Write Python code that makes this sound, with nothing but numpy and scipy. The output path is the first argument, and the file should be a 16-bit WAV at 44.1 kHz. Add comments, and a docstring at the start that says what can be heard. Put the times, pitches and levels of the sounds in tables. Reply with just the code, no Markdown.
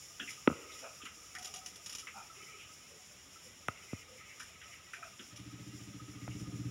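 """A steady outdoor hiss and a wavering whirr surround a porcupine foraging among leaves in a pen.
It crunches and scuffs, tiny fractures exciting hollow resonances, and its quills collide and rattle.
A few knocks ring in damped modes close to the microphone, and faint tones sound far off.
Near the end a slow engine starts to throb, each firing ringing its exhaust, then picks up speed."""
import sys
import numpy as np
from scipy import signal
from scipy.fft import rfft, irfft
from scipy.io import wavfile
from scipy.ndimage import uniform_filter1d

SR = 44100
rng = np.random.default_rng(int(sys.argv[2]) if len(sys.argv) > 2 else 0)


def unload_audio(sound):
    """Save the sound as a 16-bit wav file, at the path given as the first command line argument."""
    columns = np.transpose(np.atleast_2d(sound))
    # keep every value between -1 and 1, then stretch to whole-number steps
    steps = np.round(np.clip(columns, -1, 1) * 32767)
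    wavfile.write(sys.argv[1], SR, steps.astype(np.int16))


N = 295470


def amp(db):
    """Decibels to amplitude ratio."""
    return 10 ** (np.asarray(db) / 20)


def unit(x):
    """Normalisation to rms 1."""
    return x / np.sqrt(np.mean(x ** 2))


def sine(hz, t):
    """Simple harmonic motion."""
    return np.sin(2 * np.pi * hz * t)


def decay(t, t60):
    """Exponential damping: 60 dB in t60 seconds."""
    return np.exp(-np.log(1000) * t / t60)


def swell(t, peak_s):
    """A critically damped pulse, reaching 1 at peak_s."""
    return t / peak_s * np.exp(1 - t / peak_s)


def curve(rows):
    """Linear interpolation of (seconds, value) rows at every sample."""
    return np.interp(np.arange(N) / SR, *np.transpose(rows))


def add(out, s, x):
    """Superposition: x joins out from s seconds on."""
    i = int(s * SR)
    out[i:i + len(x)] += x[:N - i]


def colour(x, points):
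    """Spectral shaping by (Hz, dB) points."""
    hz, db = np.transpose(points)
    f = np.maximum(np.fft.rfftfreq(len(x), 1 / SR), 1)
    return irfft(rfft(x) * amp(np.interp(np.log(f), np.log(hz), db)), len(x))


def band(x, hz, width):
    """Two like resonators in cascade give a band with steep skirts."""
    b, a = signal.iirpeak(hz, hz / (1.5 * width), fs=SR)
    return signal.lfilter(b, a, signal.lfilter(b, a, x))


def lowpass(x, hz):
    """Sixth-order roll-off above hz."""
    return signal.sosfilt(signal.butter(6, hz, fs=SR, output="sos"), x)


def highpass(x, hz):
    """Fourth-order roll-off below hz."""
    return signal.sosfilt(signal.butter(4, hz, "highpass", fs=SR, output="sos"), x)


def walk(rate):
    """Random modulation: levels held 1 / rate seconds, then smoothed."""
    hold = int(SR / rate)
    steps = np.repeat(rng.standard_normal(N // hold + 1), hold)
    return unit(uniform_filter1d(uniform_filter1d(steps, hold), hold)[:N])


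def grit(n, spread_db, size=24):
    """Granular noise: each run of size samples has its own random strength."""
    grains = np.repeat(amp(spread_db * rng.standard_normal(n // size + 1)), size)[:n]
    return rng.standard_normal(n) * grains


def patter(low_hz, high_hz, t60, spread_db, count):
    """Incoherent sum: many small things ring briefly, each at its own moment and pitch."""
    out, t = np.zeros(N), np.arange(SR // 8) / SR
    shape = np.minimum(t / 0.015, 1) * decay(t, t60)
    for when, pitch, size in rng.random((count, 3)):
        hz = low_hz * (high_hz / low_hz) ** pitch
        add(out, when * (N - 1) / SR, amp(spread_db * size) * shape * sine(hz, t))
    return unit(out)


def burst(hz, width, rise_s, t60, spread_db):
    """Forced resonance: a burst of tiny fractures drives one hollow mode."""
    t = np.arange(SR // 3) / SR
    shape = np.minimum(t / rise_s, 1) * decay(np.maximum(t - rise_s, 0), t60)
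    # small things radiate little below their resonance
    cracks = highpass(shape * grit(len(t), spread_db), .6 * hz)
    ring = band(cracks, hz, width)
    return ring * np.linalg.norm(shape) / np.linalg.norm(ring)


def fractures(rows, rise_s, t60, spread_db):
    """Modal superposition: each event sounds a burst in each of its resonances."""
    out = np.zeros(N)
    for s, width, *modes in rows:
        for hz, db in zip(modes[::2], modes[1::2]):
            add(out, s, amp(db) * burst(hz, width, rise_s, t60, spread_db))
    return out


# Spectra of the low air noise and the high hiss. Each row: frequency in Hz, relative density in dB.
AIR_SPECTRUM = [(25, -13), (45, -3.5), (80, 2.5), (130, -1.5), (220, -7), (450, -8.5), (700, -11.5),
                (1000, -13), (1600, -11), (2700, -9), (3500, -8.5), (4300, -18.5), (6000, -46)]
HISS_SPECTRUM = [(3000, -37), (4400, -13), (4900, -3.5), (5300, 4.5), (5850, 5), (6200, -4.5), (6900, 4.5),
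                 (7400, -0.5), (7950, -14.5), (9300, -6.5), (11500, -11.5), (13700, -18), (15000, -18),
                 (16000, -10.5)]


def outdoor_air(air_db=-61.5, settled_db=-60.5, excess_db=6.5, settle_s=3.14):
    """Broadband noise: a steady rumble lies under a flickering hiss that starts higher and settles."""
    rumble = unit(colour(rng.standard_normal(N), AIR_SPECTRUM)) * amp(air_db + 0.1 * walk(21))
    hiss_db = settled_db + excess_db * np.exp(-np.arange(N) / SR / settle_s)
    hiss = unit(colour(rng.standard_normal(N), HISS_SPECTRUM)) * amp(hiss_db + 1.42 * walk(36))
    return rumble + hiss


# The whirr comes and goes. Each row: time in seconds, base level in dB.
WHIRR_ENVELOPE = [(0, -70.5), (.35, -63), (.72, -59.5), (1.15, -63), (1.5, -62.5), (1.8, -67), (2.1, -59),
                  (2.31, -61.5), (2.6, -59.5), (2.85, -68), (3.1, -76), (3.25, -68), (3.53, -71),
                  (3.9, -67.5), (4.6, -64.5), (5.3, -70), (5.5, -66), (5.8, -75), (6.1, -64), (6.7, -65)]
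# Pulses that stand out as pings. Each row: start in seconds, frequency in Hz, level in dB.
WHIRR_PINGS = [(2.297, 1317, -46), (3.357, 1325, -50), (4.209, 1290, -51), (4.656, 1290, -51),
               (5.996, 1255, -47)]
WHIRR_HZ, WHIRR_STRAY_HZ, WHIRR_SWELL_S = 1254, 40, .009


def whirr(pulses_per_s=13, pulse_db=5, scatter_db=4, trace_db=-7):
    """A jittered pulse train: short rings stray in pitch over a faint trace of narrow-band noise."""
    out, t = np.zeros(N), np.arange(SR // 6) / SR
    level_db = curve(WHIRR_ENVELOPE)
    s = 0
    while s < (N - 1) / SR:
        pitch, size, gap = rng.uniform(-1, 1, 3)
        gain = amp(level_db[int(s * SR)] + pulse_db + scatter_db * size)
        add(out, s, gain * swell(t, WHIRR_SWELL_S) * sine(WHIRR_HZ + WHIRR_STRAY_HZ * pitch, t))
        s += (1 + .5 * gap) / pulses_per_s
    for s, hz, db in WHIRR_PINGS:
        add(out, s, amp(db) * np.minimum(t / .005, 1) * decay(t, t60=.12) * sine(hz, t))
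    trace = unit(band(rng.standard_normal(N), WHIRR_HZ, width=160))
    return out + trace * amp(level_db + trace_db)


# The animal pushes through the leaves. Each row: start in seconds, length in seconds, level in dB.
LEAF_PUSHES = [(0.46, 0.36, -62), (2.328, 0.23, -57), (3.686, 0.348, -59.5), (4.16, 0.81, -64.5)]


def leaves(rest_db=-68, rise_s=0.097, fall_s=0.018):
    """Incoherent sources add in power: each push raises the rustle above a slight constant fidget."""
    t, power = np.arange(N) / SR, amp(rest_db) ** 2
    for s, length, db in LEAF_PUSHES:
        push = np.clip((t - s) / rise_s, 0, 1) * np.exp(-np.maximum(t - s - length, 0) / fall_s)
        power = power + (amp(db) * push) ** 2
    stems = patter(1900, 3050, t60=.09, spread_db=10, count=1900)
    crackle = amp(-8.5) * unit(band(grit(N, spread_db=3), 2200, width=450))
    return (stems + crackle) * np.sqrt(power) * amp(1.2 * walk(20))


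def far_patter():
    """Sparse damped oscillations make a faint, low patter far off."""
    return amp(-73) * patter(170, 750, t60=.2, spread_db=12, count=150)


# Bites. Each row: start in seconds, bandwidth in Hz, then frequency in Hz and level in dB
# for each of the low, middle and high resonances.
BITES = [(.1955, 266, 1600, -42, 2790, -41.5, 3340, -44), (.273, 280, 2210, -43, 2520, -49, 2900, -73),
         (.717, 300, 3400, -58, 3700, -55, 3920, -59), (1.014, 350, 1380, -58, 2600, -52.5, 3130, -53),
         (1.052, 410, 1360, -49, 2070, -49.5, 2780, -46.5), (1.349, 277, 1460, -50, 1950, -45, 2210, -57),
         (2.0685, 350, 1290, -51, 2100, -45, 2650, -49.5), (4.397, 270, 1290, -52.5, 1630, -47, 2400, -55),
         (4.613, 300, 1460, -60, 1920, -53, 2900, -55), (4.932, 195, 1480, -46, 1900, -47, 2400, -47),
         (5.023, 168, 1370, -44.5, 1570, -62, 2450, -52.5), (5.191, 397, 1470, -53, 2820, -52.5, 3380, -51)]


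def crunches():
    """Impulsive excitation: a quick bite sets three hollow resonances ringing."""
    return fractures(BITES, rise_s=.0025, t60=0.17, spread_db=2.5)


# Soft thumps, probably paws on the soil. Each row: start in seconds, level in dB.
SOFT_THUMPS = [(0.198, -49.5), (1.029, -55.5), (5.193, -54)]


def thumps(hz=270, width_hz=95):
    """Damped resonance: each soft impact excites one low band."""
    out = np.zeros(N)
    for s, db in SOFT_THUMPS:
        add(out, s, amp(db) * burst(hz, width_hz, rise_s=0.0013, t60=0.28, spread_db=2.5))
    return out


# Shakes of the whole coat, and single quill clicks. Each row: start in seconds, base level in dB.
COAT_SHAKES = [(.291, -48.5), (.786, -53.5), (4.396, -51), (4.933, -55), (5.359, -55.5), (6.394, -59.5)]
QUILL_CLICKS = [(1.053, -50), (1.351, -47.5), (1.385, -48), (1.426, -48), (1.4459, -44), (1.454, -45.5),
                (1.471, -48.5), (1.539, -43.5), (1.560, -45.5), (1.6609, -43.5), (1.758, -49.5),
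                (1.861, -43.5), (1.895, -43), (1.925, -44.5), (1.9495, -42.5), (1.984, -42.5), (1.998, -47)]
# The spectrum of both. Each row: frequency in Hz, gain in dB.
QUILL_SPECTRUM = [(200, 2), (700, -6), (1500, 0.5), (2200, 3.5), (3000, 11), (3600, 6), (4400, -3),
                  (5200, 12), (5950, 13), (6300, 1), (6950, 12.5), (8100, -8), (9000, 3), (10400, 2),
                  (13000, -9.5), (15500, -20)]
# Ranges in which a struck quill rings. Each row: lowest and highest frequency in Hz.
QUILL_MODE_RANGES = [(5100, 6000), (5900, 7200)]


def quills(clack_db=-2.5, chatter_db=-15, ring_db=-1, min_skip_s=.0012, skip_loss_db=5):
    """Collision and rebound: hollow quills snap, skip once and chatter; single clicks also ring."""
    hits, rings, t = np.zeros(N), np.zeros(N), np.arange(SR // 3) / SR
    chatter = amp(chatter_db) * np.minimum(t / .01, 1) * decay(t, t60=.3)
    for rows, t60, snap_db in (QUILL_CLICKS, .065, 6), (COAT_SHAKES, 0.27, -5):
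        clack = amp(clack_db) * np.minimum(t / .001, 1) * decay(t, t60)
        for s, db in rows:
            add(hits, s, amp(db) * (clack + chatter) * unit(grit(len(t), spread_db=4)))
            add(hits, s, amp([db + snap_db]))
            add(hits, s + min_skip_s * (1 + rng.random()), amp([db + snap_db - skip_loss_db]))
    for s, db in QUILL_CLICKS:
        for hz in rng.uniform(*np.transpose(QUILL_MODE_RANGES)):
            add(rings, s, amp(db + ring_db) * sine(hz, t) * decay(t, t60=0.041))
    hits = colour(hits, QUILL_SPECTRUM)
    ground_echo = .5 * np.roll(hits, int(0.0021 * SR))  # comb filtering makes the sound hollow
    return hits + ground_echo + rings


# Close knocks; the first lands twice and bounces. Each row: start in seconds, strength in dB at each
# of the five BLOW_HZ, tick level in dB, upper limit of the contact's band in Hz.
BLOWS = [(0.4749, -35, -15.5, -8, -20.5, -7, -58, 3500), (0.4757, -44, -6.5, -7.5, -41, -36, -70, 4300),
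         (0.4993, -36, -27, -28.5, -34, -48, -75, 2980), (0.512, -33, -26, -57, -35, -46, -75, 1680),
         (0.526, -40, -43, -37, -35.5, -48, -75, 1400),
         (3.6839, -33.5, -32, -23.5, -24.5, -14.5, -24, 3600),
         (3.9305, -30, -26, -35, -43.5, -56, -55, 2270), (6.278, -38, -52, -30.5, -44.5, -28, -60, 2410)]
BLOW_HZ = [110, 280, 750, 1280, 2500]
# The modes they excite. Each row: frequency in Hz, gain in dB, 60 dB decay time in seconds.
STRUCK_MODES = [(94.2, -2, 0.082), (150, 6.5, 0.017), (254, 1.5, 0.0276), (408, 4.5, 0.0076),
                (700, 0.8, 0.0094), (1080, -3.5, 0.013), (1259, -2, 0.037), (1417, 0, 0.015),
                (2004, -7, 0.01), (2620, -9.5, 0.0049), (3600, -15, 0.0036)]
# The tick of first contact. Each row: frequency in Hz, gain in dB.
TICK_SPECTRUM = [(500, -6), (3200, -28), (4400, -19), (5800, 14), (7000, -7), (8000, 1), (10000, 4),
                 (13000, -5), (15500, -9)]


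def knocks():
    """Modal vibration: where a blow lands weights the same damped modes; soft contact dulls them."""
    out, ticks, t = np.zeros(N), np.zeros(N), np.arange(SR // 4) / SR
    for s, *strengths_db, tick_db, top_hz in BLOWS:
        ring = 0
        for k, (hz, db, t60) in enumerate(STRUCK_MODES):
            blow_db = np.interp(np.log(hz), np.log(BLOW_HZ), strengths_db)
            ring = ring + (-1) ** k * amp(db + blow_db) * sine(hz, t) * decay(t, t60)
        add(out, s, lowpass(ring, top_hz))
        add(ticks, s, amp([tick_db]))
    return out + colour(ticks, TICK_SPECTRUM)


# Scuffs. Each row: start in seconds, bandwidth in Hz, then three pairs of frequency in Hz, level in dB.
SLOW_SCUFFS = [(.812, 221, 602, -48.5, 1330, -52, 2500, -54.5),
               (2.137, 120, 820, -50.5, 1306, -51, 2460, -56.5),
               (2.575, 400, 2140, -64, 2550, -54.5, 2920, -57),
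               (3.79, 300, 1880, -70, 2150, -69, 2400, -73), (4.17, 249, 2030, -69, 2120, -56, 2400, -68),
               (4.275, 248, 1950, -72, 2120, -55.5, 2300, -62),
               (4.695, 260, 1960, -61, 2200, -57.5, 2900, -63),
               (6.28, 300, 2300, -62, 2720, -62, 2960, -61)]


def scuffs():
    """Gradual excitation: a slow scuff swells and fades in three hollow resonances."""
    return fractures(SLOW_SCUFFS, rise_s=0.036, t60=0.29, spread_db=2)


# Far-off tones. Each row: start in seconds, length in seconds, frequency in Hz, level in dB.
DISTANT_TONES = [(1.29, 0.48, 737, -61.5), (2.35, 0.11, 394, -65), (2.52, 0.073, 393, -62),
                 (2.905, 0.094, 432, -63.5), (3.42, 0.11, 511, -67), (4.071, 0.12, 500, -61),
                 (4.949, 0.18, 680, -61.5)]


def far_tones(width_hz=48, flutter_db=3):
    """Fluctuating narrow-band noise is heard as faint tones, blurred and broken by distance."""
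    out = np.zeros(N)
    for s, length, hz, db in DISTANT_TONES:
        n = int(length * SR)
        tone = band(rng.standard_normal(SR), hz, width_hz)[-n:]
        flutter = amp(flutter_db * walk(28.8)[:n])
        add(out, s, amp(db) * unit(tone * flutter) * signal.windows.tukey(n, .5))
    return out


# Engine speed. Each row: time in seconds, firings per second.
FIRING_RATE = [(5.315, 14.45), (6.146, 14.45), (6.346, 16.3), (6.7, 17.0)]
# Exhaust resonances, and the pipe's two main notes, of which the lower also lingers as a hum.
# Each row: frequency in Hz, relative level in dB, time to peak in seconds.
EXHAUST_MODES = [(77.4, -8.5, 0.011), (178, -6.5, 0.018), (206.1, -10, 0.063), (404.3, -19, 0.037)]
PIPE_MODES = [(118, -2.3, .021), (119, -16, .05), (294, 1.8, .014)]


def engine(idle_db=-50, db_per_hz=2.5, scatter_db=1.4, detune=.014, jitter_s=.0006, lag_s=.0012):
    """Quasi-periodic excitation: firings ring the exhaust; faster is louder, rougher and bassier."""
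    out, t = np.zeros(N), np.arange(SR // 5) / SR
    start_s, idle_hz = FIRING_RATE[0]
    start, rate_hz = int(start_s * SR), curve(FIRING_RATE)
    cycles = np.cumsum(rate_hz[start:]) / SR
    for i in start + np.flatnonzero(np.diff(np.floor(cycles), prepend=-1)):
        s = i / SR + jitter_s * rng.standard_normal()
        above_idle_hz = rate_hz[i] - idle_hz
        weak_start_db = -6 * np.exp((start - i) / SR / 0.049)
        level_db = idle_db + db_per_hz * above_idle_hz + weak_start_db
        bass_db = 4.5 + 1.3 * above_idle_hz
        for hz, db, peak_s in EXHAUST_MODES + PIPE_MODES:
            size, stretch = rng.standard_normal(2)
            gain = amp(level_db + db + bass_db * (hz < 200) + scatter_db * size)
            ring = swell(t, peak_s) ** 2 * sine(hz * (1 + detune * stretch), t)
            add(out, s + lag_s * rng.uniform(-0.87, 1), gain * ring)
        add(out, s, gas_noise(t, level_db, growl_db=-13 + 1.3 * above_idle_hz))
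        clink = loose_part(t, scatter_db)
        add(out, s - .009, clink)  # just ahead of the firing
    return out


def gas_noise(t, level_db, growl_db, puff_db=-19, rasp_db=-63):
    """Band-limited noise of one firing: a dull puff of gas, a rough growl and a faint rasp."""
    puff = unit(band(rng.standard_normal(len(t)), 250, width=160))
    puff *= amp(puff_db) * np.minimum(t / 0.0027, 1) * np.exp(-t / 0.092)
    rasp = unit(band(grit(len(t), spread_db=0), 2200, width=2000)) * swell(t, 0.011)
    growl = unit(band(rng.standard_normal(len(t)), 260, width=117)) * swell(t, 0.022)
    return amp(level_db) * (puff + amp(growl_db) * lowpass(growl, 520)) + amp(rasp_db) * rasp


def loose_part(t, scatter_db, db=-61):
    """Free vibration: a loose engine part clinks near the whirr's pitch."""
    hz = WHIRR_HZ + WHIRR_STRAY_HZ * rng.uniform(-1.1, 1)
    return amp(db + scatter_db * rng.standard_normal()) * swell(t, WHIRR_SWELL_S) * sine(hz, t)


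def pen(x, wet_db=-23, t60=1.0, delay_s=0.0021):
    """Reverberation: the walls of the pen return a dull, exponentially decaying echo."""
    t = np.arange(SR) / SR
    spectrum = [(80, 10.5), (250, 3.5), (500, 18), (1000, 11), (1350, 14), (1700, 7.5), (2700, 23),
                (6000, -12), (15000, -21)]
    tail = colour(rng.standard_normal(SR), spectrum) * (t > delay_s) * decay(t, t60)
    return x + amp(wet_db) * signal.fftconvolve(x, tail / np.linalg.norm(tail))[:N]


def scene():
    """Superposition of all sources; a very faint noise, different left and right, adds slight width."""
    foraging = lowpass(crunches() + scuffs() + thumps(), 3900)
    mono = pen(foraging + quills() + knocks()) + engine() + far_tones()
    mono += outdoor_air() + leaves() + far_patter() + whirr()
    noise_spectrum = [(30, 0), (200, 4), (700, 7), (2500, -4.5), (14000, -43)]
    stereo_noise = [unit(colour(rng.standard_normal(N), noise_spectrum)) for _ in range(2)]
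    return mono + amp(-80.5) * np.array(stereo_noise)


def record(dry, low_hz=52, top_hz=15600):
    """Band limiting: the deepest bass is thinned and the top is cut."""
    return signal.sosfilt(signal.ellip(8, .2, 70, top_hz, fs=SR, output="sos"), highpass(dry, low_hz))


dry = scene()
out = record(dry)
unload_audio(out)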